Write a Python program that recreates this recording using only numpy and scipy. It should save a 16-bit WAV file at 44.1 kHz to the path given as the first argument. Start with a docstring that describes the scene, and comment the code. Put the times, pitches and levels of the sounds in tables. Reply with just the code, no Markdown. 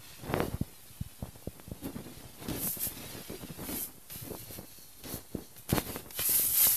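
"""Deflating a vinyl boat

A small furnished room, one microphone close to the boat. Each push of the hands drives a bright,
turbulent hiss from the valve, and late on a thin leak sings faintly there. Palms scuff over the vinyl,
fingers judder and slack folds rustle. The air-filled tube rumbles and buckles with dull pops,
taut creases snap, and small wrinkles crackle."""
import sys
import numpy as np
from scipy import signal
from scipy.fft import rfft, irfft
from scipy.io import wavfile
from scipy.ndimage import map_coordinates

SR = 44100
rng = np.random.default_rng(int(sys.argv[2]) if len(sys.argv) > 2 else 0)


def output_pcm(signal):
    """Save a mono or channel-first signal as 16-bit PCM at the path in sys.argv[1].

    Samples are clipped to [-1, 1] before scaling.
    """
    pcm = np.clip(np.atleast_2d(signal).T, -1, 1) * 32767
    wavfile.write(sys.argv[1], SR, np.round(pcm).astype(np.int16))


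N = 298116
TIME = np.arange(N) / SR
HAND_TIME = TIME[::32]  # hands move slowly, so a coarse clock is enough for them


def gain_of(db):
    """Decibels to amplitude."""
    return 10 ** (np.asarray(db) / 20)


def unit_rms(x):
    """Scales to rms 1."""
    return x / np.sqrt(np.mean(x ** 2) + 1e-20)


def coloured(x, spectrum):
    """Filters x by a spectrum with rows of frequency_hz, level_db."""
    hz, db = np.transpose(spectrum)
    bins_hz = np.fft.rfftfreq(len(x), 1 / SR)
    response = gain_of(np.interp(np.log(bins_hz + 1), np.log(hz), db))
    return irfft(rfft(x) * response, len(x))


def wander(rate_hz):
    """A smooth random curve of rms 1, moving mostly slower than rate_hz."""
    relative_rate = np.fft.rfftfreq(N, 1 / SR)[:N // 8] / rate_hz
    real, imaginary = rng.standard_normal((2, len(relative_rate)))
    return unit_rms(irfft((real + 1j * imaginary) / (1 + relative_rate ** 4), N))


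def slips(per_s, spread_db):
    """Tiny random stick-slip clicks; spread_db sets how unequal they are."""
    size = gain_of(spread_db * np.minimum(rng.exponential(1, N), 4))
    sign = rng.choice([-1, 1], N)
    return unit_rms(size * sign * (rng.random(N) < per_s / SR))


def add(mix, start_s, sound):
    """Mixes a sound in at start_s."""
    part = mix[round(start_s * SR):][:len(sound)]
    part += sound[:len(part)]


def per_sample(*controls):
    """Spreads hand controls from the coarse clock over every sample."""
    return [np.interp(TIME, HAND_TIME, control) for control in controls]


def stroke(peak_s, rise_s, fall_s, roundness, drop_db=10):
    """Power of one hand movement, drop_db down one rise before and one fall after its peak."""
    away = np.maximum((peak_s - HAND_TIME) / rise_s, (HAND_TIME - peak_s) / fall_s)
    return gain_of(-drop_db * np.minimum(away, 10) ** roundness) ** 2  # roundness 1: pointed, 2: a bell


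# The quiet room at the microphone: frequency_hz, level_db
ROOM_TONE_SPECTRUM = [(20, 1), (55, 8), (120, -9), (300, -19), (700, -2), (1300, -7), (3000, -13),
                      (7500, -6.5), (10000, -1), (14000, -10.5)]
def room_tone(level_db=-60):
    """Steady room rumble and microphone hiss."""
    return gain_of(level_db) * unit_rms(coloured(rng.standard_normal(N), ROOM_TONE_SPECTRUM))


def room_reverb(x, t60_s=0.072, wet_db=-19):
    """The furnished room adds a faint short tail behind the close sound."""
    t = np.arange(SR // 3) / SR
    tail = rng.standard_normal(len(t)) * gain_of(-60 * t / t60_s) * (t > .004)
    return x + gain_of(wet_db) * signal.fftconvolve(x, tail / np.linalg.norm(tail))[:N]


def near_reflections(x, echo_db, span_s, sway_s, count=6, above_hz=3000):
    """Small nearby walls mirror the treble and comb it; the notches drift as the walls move."""
    out = x.copy()
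    treble = signal.sosfilt(signal.butter(2, above_hz, "high", fs=SR, output="sos"), x)
    for nominal_s in np.geomspace(span_s / 5, span_s, count):
        delay_s = nominal_s * rng.uniform(.85, 1.15) + sway_s * wander(1)
        out += gain_of(echo_db) * map_coordinates(treble, [(TIME - delay_s) * SR], order=3)
    return unit_rms(out)


def resonate(x, hz, width_hz):
    """A resonance of gain 1 whose pitch follows the curve hz."""
    turn = np.exp(2j * np.pi * np.cumsum(hz) / SR)
    pole = np.exp(-np.pi * width_hz / SR)
    return 2 * (turn * signal.lfilter([1 - pole], [1, -pole], x / turn)).real


# A thin leak at the valve, faint even this close: time_s, level_db
LEAK_LEVELS = [(4.15, -72), (4.4, -62), (4.62, -68), (4.84, -61), (4.93, -69), (5.03, -68), (5.14, -54),
               (5.25, -71), (5.38, -70), (5.45, -62), (5.58, -80)]
def leak(low_hz=4350, low_width_hz=520, high_hz=5850, high_width_hz=1800, drift=0.0086):
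    """Slow air excites a narrow, slightly drifting resonance of the valve and a broader one above it."""
    sway = np.exp(drift * wander(7))
    air = rng.standard_normal(N)
    whistle = np.zeros(N)
    for hz, width_hz in [(low_hz, low_width_hz), (high_hz, high_width_hz)]:
        band = resonate(air, hz * sway, width_hz)
        whistle += unit_rms(resonate(band, hz * sway, width_hz))  # a second pass narrows the band
    level_db = np.interp(TIME, *np.transpose(LEAK_LEVELS), left=-np.inf, right=-np.inf)
    return gain_of(level_db) * whistle


# Small creases under the palm: frequency_hz, level_db
CRINKLE_SPECTRUM = [(200, -8), (500, -7.5), (900, 3.5), (1600, -6), (3000, 0), (7000, -18)]
def crinkles(scuff, gain_db=-10):
    """The sliding palm drags small creases over, each with a dry tick."""
    ticks = coloured(slips(per_s=260, spread_db=3), CRINKLE_SPECTRUM)
    return gain_of(gain_db) * scuff * unit_rms(ticks)


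# The hollow, air-filled tube as it flexes: frequency_hz, level_db
RUMBLE_SPECTRUM = [(25, 5), (60, -1), (115, 8), (180, -4), (300, -10.5), (700, -22), (2000, -68)]
def tube_rumble(scuff, air, gain_db=-52, full_push_db=-52.5, vent_db=-32.5, lumpy_db=7):
    """The tube rumbles as it gives under the palm, less so once the air rushes out freely."""
    give = np.tanh(scuff / gain_of(full_push_db))
    venting = np.hypot(1, air / gain_of(vent_db))
    rumble = coloured(rng.standard_normal(N), RUMBLE_SPECTRUM) * gain_of(lumpy_db * wander(16))
    return gain_of(gain_db) * give / venting * unit_rms(rumble)


# Palms rubbing the boat, close up: frequency_hz, level_db
PALM_SPECTRUM = [(300, -10), (800, -5.5), (1400, 0.5), (2500, 2), (4300, 0.5), (6000, -4.5), (8000, -9),
                 (10000, -4.5), (14000, -31)]
def palms(scuff, gain_db=1.5, patchy_db=1):
    """Dense slips of skin on vinyl merge into a scuff."""
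    rub = coloured(slips(per_s=5000, spread_db=2.5), PALM_SPECTRUM) * gain_of(patchy_db * wander(23))
    return gain_of(gain_db) * scuff * near_reflections(rub, echo_db=-3.5, span_s=.007, sway_s=.0004)


# Small wrinkles letting go: start_s, level_db, decay_s
WRINKLE_BURSTS = [(2.485, -34, .006), (2.4995, -32, 0.0026), (4.1, -39.5, 0.0086), (5.038, -38, 0.0044),
                  (5.564, -43, 0.0051), (5.6935, -26.5, 0.0017), (5.7004, -29, 0.0017),
                  (5.705, -30, 0.0034), (5.716, -31, 0.0064), (6.107, -35.5, 0.0044),
                  (6.192, -26.5, 0.0053)]
# Their colour, close up: frequency_hz, level_db
WRINKLE_SPECTRUM = [(200, 11.5), (1200, 5), (2800, 8), (5000, 5), (7500, 1), (11000, 3), (14000, 5)]
def crackles():
    """Each wrinkle lets go in a short bright burst of noise."""
    bursts, t = np.zeros(N), np.arange(SR // 8) / SR
    for start_s, level_db, decay_s in WRINKLE_BURSTS:
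        add(bursts, start_s, gain_of(level_db) * np.exp(-t / decay_s))
    return bursts * unit_rms(coloured(rng.standard_normal(N), WRINKLE_SPECTRUM))


# Slack folds rolling over: peak_s, rise_s, fall_s, level_db
FOLD_ROLLS = [(0.04, .03, 0.15, -62), (0.28, 0.059, 0.048, -40.5), (0.36, 0.04, 0.045, -29.5),
              (0.534, 0.021, 0.038, -40.5), (0.63, 0.06, 0.091, -52), (1.233, 0.044, 0.14, -51),
              (1.57, .03, .03, -54), (1.76, 0.098, 0.066, -53.5), (2.22, 0.073, 0.12, -51),
              (2.439, 0.051, 0.045, -40), (2.84, 0.13, 0.4, -51.5), (3.04, 0.088, 0.083, -47),
              (3.14, 0.048, .1, -46), (3.651, .08, 0.09, -41), (3.88, 0.074, 0.053, -49.5),
              (4.151, .04, 0.037, -53), (4.265, 0.044, 0.018, -50.5), (4.48, .03, 0.091, -48.5),
              (4.6, .03, 0.052, -48), (5.06, 0.016, 0.15, -45), (5.14, .05, 0.055, -44.5),
              (5.762, 0.047, .045, -32.5), (5.89, 0.043, 0.078, -40), (5.955, .035, 0.041, -40),
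              (6.06, 0.055, 0.07, -52), (6.205, .015, 0.022, -45), (6.31, 0.03, 0.33, -51),
              (6.63, 0.024, 0.068, -45.5)]
# Fingers dragging on the vinyl: peak_s, rise_s, fall_s, level_db, slip_rate_hz
FINGER_DRAGS = [(0.395, 0.074, 0.08, -31, 500), (1.855, 0.029, .055, -37, 268),
                (1.965, 0.024, .06, -41, 200), (2.079, 0.031, .05, -44, 260), (2.515, .03, .1, -36, 313),
                (2.669, 0.044, .025, -39, 194), (3.335, .03, .04, -39, 330), (3.435, 0.023, .025, -43, 240),
                (3.511, 0.0218, .02, -44, 190), (3.723, .035, .06, -36, 286),
                (4.335, 0.064, .04, -41.5, 335), (5.376, .028, 0.054, -42.5, 330)]
def sheet_motion(roundness=1.6, rest_db=-64, judder_share=0.66):
    """Amplitudes of loose rustle and of judder, and the slip rate of the finger that drags hardest."""
    roll_power = sum(gain_of(db) ** 2 * stroke(*timing, roundness) for *timing, db in FOLD_ROLLS)
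    drags = np.array([gain_of(db) ** 2 * stroke(*timing, roundness) for *timing, db, _ in FINGER_DRAGS])
    slip_rate_hz = np.array([hz for *_, hz in FINGER_DRAGS])[drags.argmax(axis=0)]
    drag_power = drags.sum(axis=0)
    loose_power = gain_of(rest_db) ** 2 + roll_power + (1 - judder_share) * drag_power
    return per_sample(np.sqrt(loose_power), np.sqrt(judder_share * drag_power), slip_rate_hz)


# The slack vinyl sheet shaking: frequency_hz, level_db
SHEET_SPECTRUM = [(20, -0.5), (60, -1), (130, 1.5), (260, 0.5), (480, -4.5), (750, -8.5), (1100, -14.5),
                  (2000, -18.5), (5000, -51)]
# Small separate puckers in the sheet: frequency_hz, level_db
PUCKER_SPECTRUM = [(150, -16), (400, 11), (700, 12.5), (1100, 9), (1800, -4), (4000, -27)]
def folds(clump_db=3, jitter=0.22, uneven_db=5, pucker_db=-16):
    """Loose slips shake the sheet; under pressure they lock into an uneven stick-slip judder."""
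    rolling, dragging, slip_rate_hz = sheet_motion()
    phase = 2 * np.pi * np.cumsum(slip_rate_hz * np.exp(jitter * wander(139.5))) / SR
    jerks = np.cos(phase) + 0.33 * np.cos(2 * phase) + 0.14 * np.cos(3 * phase)
    judder = unit_rms(coloured(jerks * gain_of(uneven_db * wander(170)), SHEET_SPECTRUM))
    loose_slips = coloured(slips(per_s=1400, spread_db=-0.5), SHEET_SPECTRUM)
    rustle = unit_rms(loose_slips * gain_of(clump_db * wander(26)))
    puckers = unit_rms(coloured(slips(per_s=200, spread_db=4), PUCKER_SPECTRUM))
    puckering = gain_of(pucker_db) * np.hypot(rolling, dragging)
    return dragging * judder + rolling * rustle + puckering * puckers


# Modes of the soft tube: pitch_hz, level_db, t60_s
TUBE_MODES = [(73.6, 1.5, 0.034), (111.4, -7.5, 0.1), (182, -4.5, 0.057), (554, 3, 0.009)]
# The tube wall buckling near the microphone: centre_s, relative_level_db, pitch_hz, ring_db
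WALL_BUCKLES = [(0.484, -26.5, 148, -11), (0.544, -22.5, 84, -23), (0.614, -18.5, 159.8, -7),
                (1.013, -23.5, 102, -12), (1.063, -36.5, 72.5, -27), (1.226, -33, 265, 8.5),
                (1.2407, -37, 556, -26), (1.257, -35.5, 557, -24), (1.287, -38, 87, -4),
                (1.359, -45, 350, -6), (1.426, -44, 526, -20.5), (1.475, -25, 291, -3),
                (1.679, -40, 175, 5), (1.717, -29.5, 258, 0.5), (2.487, -25, 210, -24),
                (2.772, -35, 187.6, -13), (2.87, -34, 290, 2), (3.152, -40.5, 330, -7),
                        (3.303, -30.5, 238.2, -6), (3.434, -36, 210, -6), (3.983, -44, 241, -9),
                (4.159, -37, 159, -2), (4.229, -35, 104.2, -13), (4.311, -30.5, 293, -4.5),
                (4.35, -30, 560, -28), (4.509, -34, 261, -25), (4.59, -38, 387, -2), (4.788, -46, 221, -25),
                (5.141, -27.5, 208, -4), (5.352, -21, 232, -14), (5.394, -46, 420, -24),
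                (5.729, -14, 210, -4.5), (6.197, -33, 157, -6), (6.295, -30.5, 280, -14),
                (6.397, -30.5, 320, -19), (6.67, -23.5, 820, -11)]
def pops(gain_db=-1, lead_s=0.0079, low_cut_hz=60):
    """A patch of wall flips over: one smooth pull and push of air, then the tube rings briefly."""
    out, t = np.zeros(N), np.arange(SR // 8) / SR - lead_s
    after_s = np.maximum(t, 0)
    for centre_s, level_db, pitch_hz, ring_db in WALL_BUCKLES:
        phase = 2 * np.pi * pitch_hz * t
        flip = phase * np.exp((1 - phase ** 2) / 2)
        detune = rng.uniform(.92, 1.08)
        ring = sum(gain_of(db - 60 * after_s / t60_s) * np.sin(2 * np.pi * hz * detune * after_s)
                   for hz, db, t60_s in TUBE_MODES)
        swell = 1 - np.exp(-phase ** 2 / 2)  # the ring builds up no faster than the flip
        pop = flip + gain_of(ring_db) * swell * ring
        add(out, centre_s - lead_s, gain_of(level_db + gain_db) * pop)
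    # a small patch radiates little bass
    return signal.sosfilt(signal.butter(1, low_cut_hz, "high", fs=SR, output="sos"), out)


# Taut creases snapping through, close up: start_s, relative_level_db, twice_pitch_hz
CREASE_SNAPS = [(0.34, -11, 450), (0.362, -30, 450), (0.374, -39, 454), (0.404, -11.5, 360),
                (1.5985, -32, 556), (2.674, -25.5, 716), (2.92, -39, 400), (3.04, -47, 382),
                (3.297, -34, 350), (3.434, -34.5, 500), (3.689, -30, 353.3), (3.728, -32, 348.5),
                (5.7826, -10.5, 352), (5.9611, -22, 560), (6.194, -22.5, 664)]
def snaps(gain_db=3.5, high_cut_hz=3000):
    """A sudden drop of pressure with a slower rebound, rounded by the soft vinyl."""
    out, t = np.zeros(N), np.arange(SR // 40) / SR
    for start_s, level_db, twice_pitch_hz in CREASE_SNAPS:
        phase = np.pi * twice_pitch_hz * t
        add(out, start_s, gain_of(level_db + gain_db) * (phase - 1) * np.exp(-phase))
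    return signal.sosfilt(signal.butter(3, high_cut_hz, fs=SR, output="sos"), out)


# A palm sliding and pressing air out: peak_s, rise_s, fall_s, air_db, relative_scuff_db
HAND_PUSHES = [(0.08, 0.18, 0.32, -59, -55.5), (0.40, 0.12, 0.14, -46, -52.5), (0.93, 0.9, 1, -58.5, -62.5),
               (1.845, .015, 0.036, -43.5, -53), (2.202, 0.48, 0.27, -58, -59),
               (2.44, 0.063, 0.048, -49.5, -55), (2.51, 0.03, 0.2, -45, -48),
               (2.671, 0.078, .085, -28, -55), (2.835, 0.039, .055, -28, -49.5),
               (3.08, 0.49, 0.6, -48, -52.5), (3.31, .025, 0.27, -64, -64.5),
               (3.735, 0.13, 0.066, -59, -49.5), (3.83, 0.18, 0.043, -33, -52.5),
               (4.129, 0.032, 0.17, -40.5, -52.5), (4.401, .15, 0.077, -44.5, -56.5),
               (4.539, 0.057, 0.053, -41.5, -52), (4.78, 0.24, 0.13, -51.5, -64),
               (4.995, 0.017, .02, -49.5, -63), (5.06, 0.025, 0.12, -55, -49.5),
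               (5.145, 0.068, .04, -37, -65), (5.38, 0.12, 0.11, -56.5, -65.5),
               (5.578, .006, 0.054, -46.5, -58.5), (5.707, 0.015, 0.02, -31.5, -47),
               (5.775, 0.035, 0.04, -32.5, -40), (5.89, 0.062, 0.065, -40, -49.5),
               (5.955, 0.052, 0.065, -42.5, -50), (6.206, 0.045, 0.067, -34.5, -41),
               (6.34, 0.12, 0.19, -22, -43), (6.625, 0.1, 0.18, -19.5, -38.5)]
def pushes(roundness=1.63, rest_air_db=-57, rest_scuff_db=-67.5):
    """Amplitudes of the escaping air and of the sliding palm, both driven by the same pushes."""
    air_power = gain_of(rest_air_db) ** 2  # the boat keeps sagging between strokes
    scuff_power = gain_of(rest_scuff_db) ** 2
    for peak_s, rise_s, fall_s, air_db, scuff_db in HAND_PUSHES:
        effort = stroke(peak_s, rise_s, fall_s, roundness)
        air_power += gain_of(air_db) ** 2 * effort
        scuff_power += gain_of(scuff_db) ** 2 * effort
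    return per_sample(np.sqrt(air_power), np.sqrt(scuff_power))


# The jet from the valve, close to the microphone: frequency_hz, level_db
JET_SPECTRUM = [(1000, -42), (3000, -40), (5000, -16), (7500, -13.5), (9000, -10), (10300, -8), (11200, -2),
                (12000, -3), (12700, -3), (14000, -4)]
def valve_hiss(air, flutter_db=0.84, grit_db=2):
    """A turbulent jet that flutters slowly and sputters finely."""
    turbulence = rng.standard_normal(N) * gain_of(flutter_db * wander(33) + grit_db * wander(820))
    jet = coloured(turbulence, JET_SPECTRUM)
    return air * near_reflections(jet, echo_db=-11, span_s=.010, sway_s=.0001)


def scene():
    """The boat in its small room, heard from one close microphone."""
    air, scuff = pushes()
    escaping_air = valve_hiss(air) + leak()
    handling = palms(scuff) + crinkles(scuff) + tube_rumble(scuff, air)
    vinyl = folds() + pops() + snaps() + crackles()
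    return (room_reverb(escaping_air + handling + vinyl) + room_tone())[None]


def record(dry, low_cut_hz=35, high_cut_hz=14050, dc_offset=.0018):
    """The small microphone loses the deepest bass and sits on a tiny offset; the top treble is cut."""
    thin = signal.sosfilt(signal.butter(2, low_cut_hz, "high", fs=SR, output="sos"), dry) + dc_offset
    band_limit = signal.firwin(601, high_cut_hz, window=("kaiser", 8), fs=SR)
    return signal.oaconvolve(thin, band_limit[None], "same")


dry = scene()
out = record(dry)
output_pcm(out)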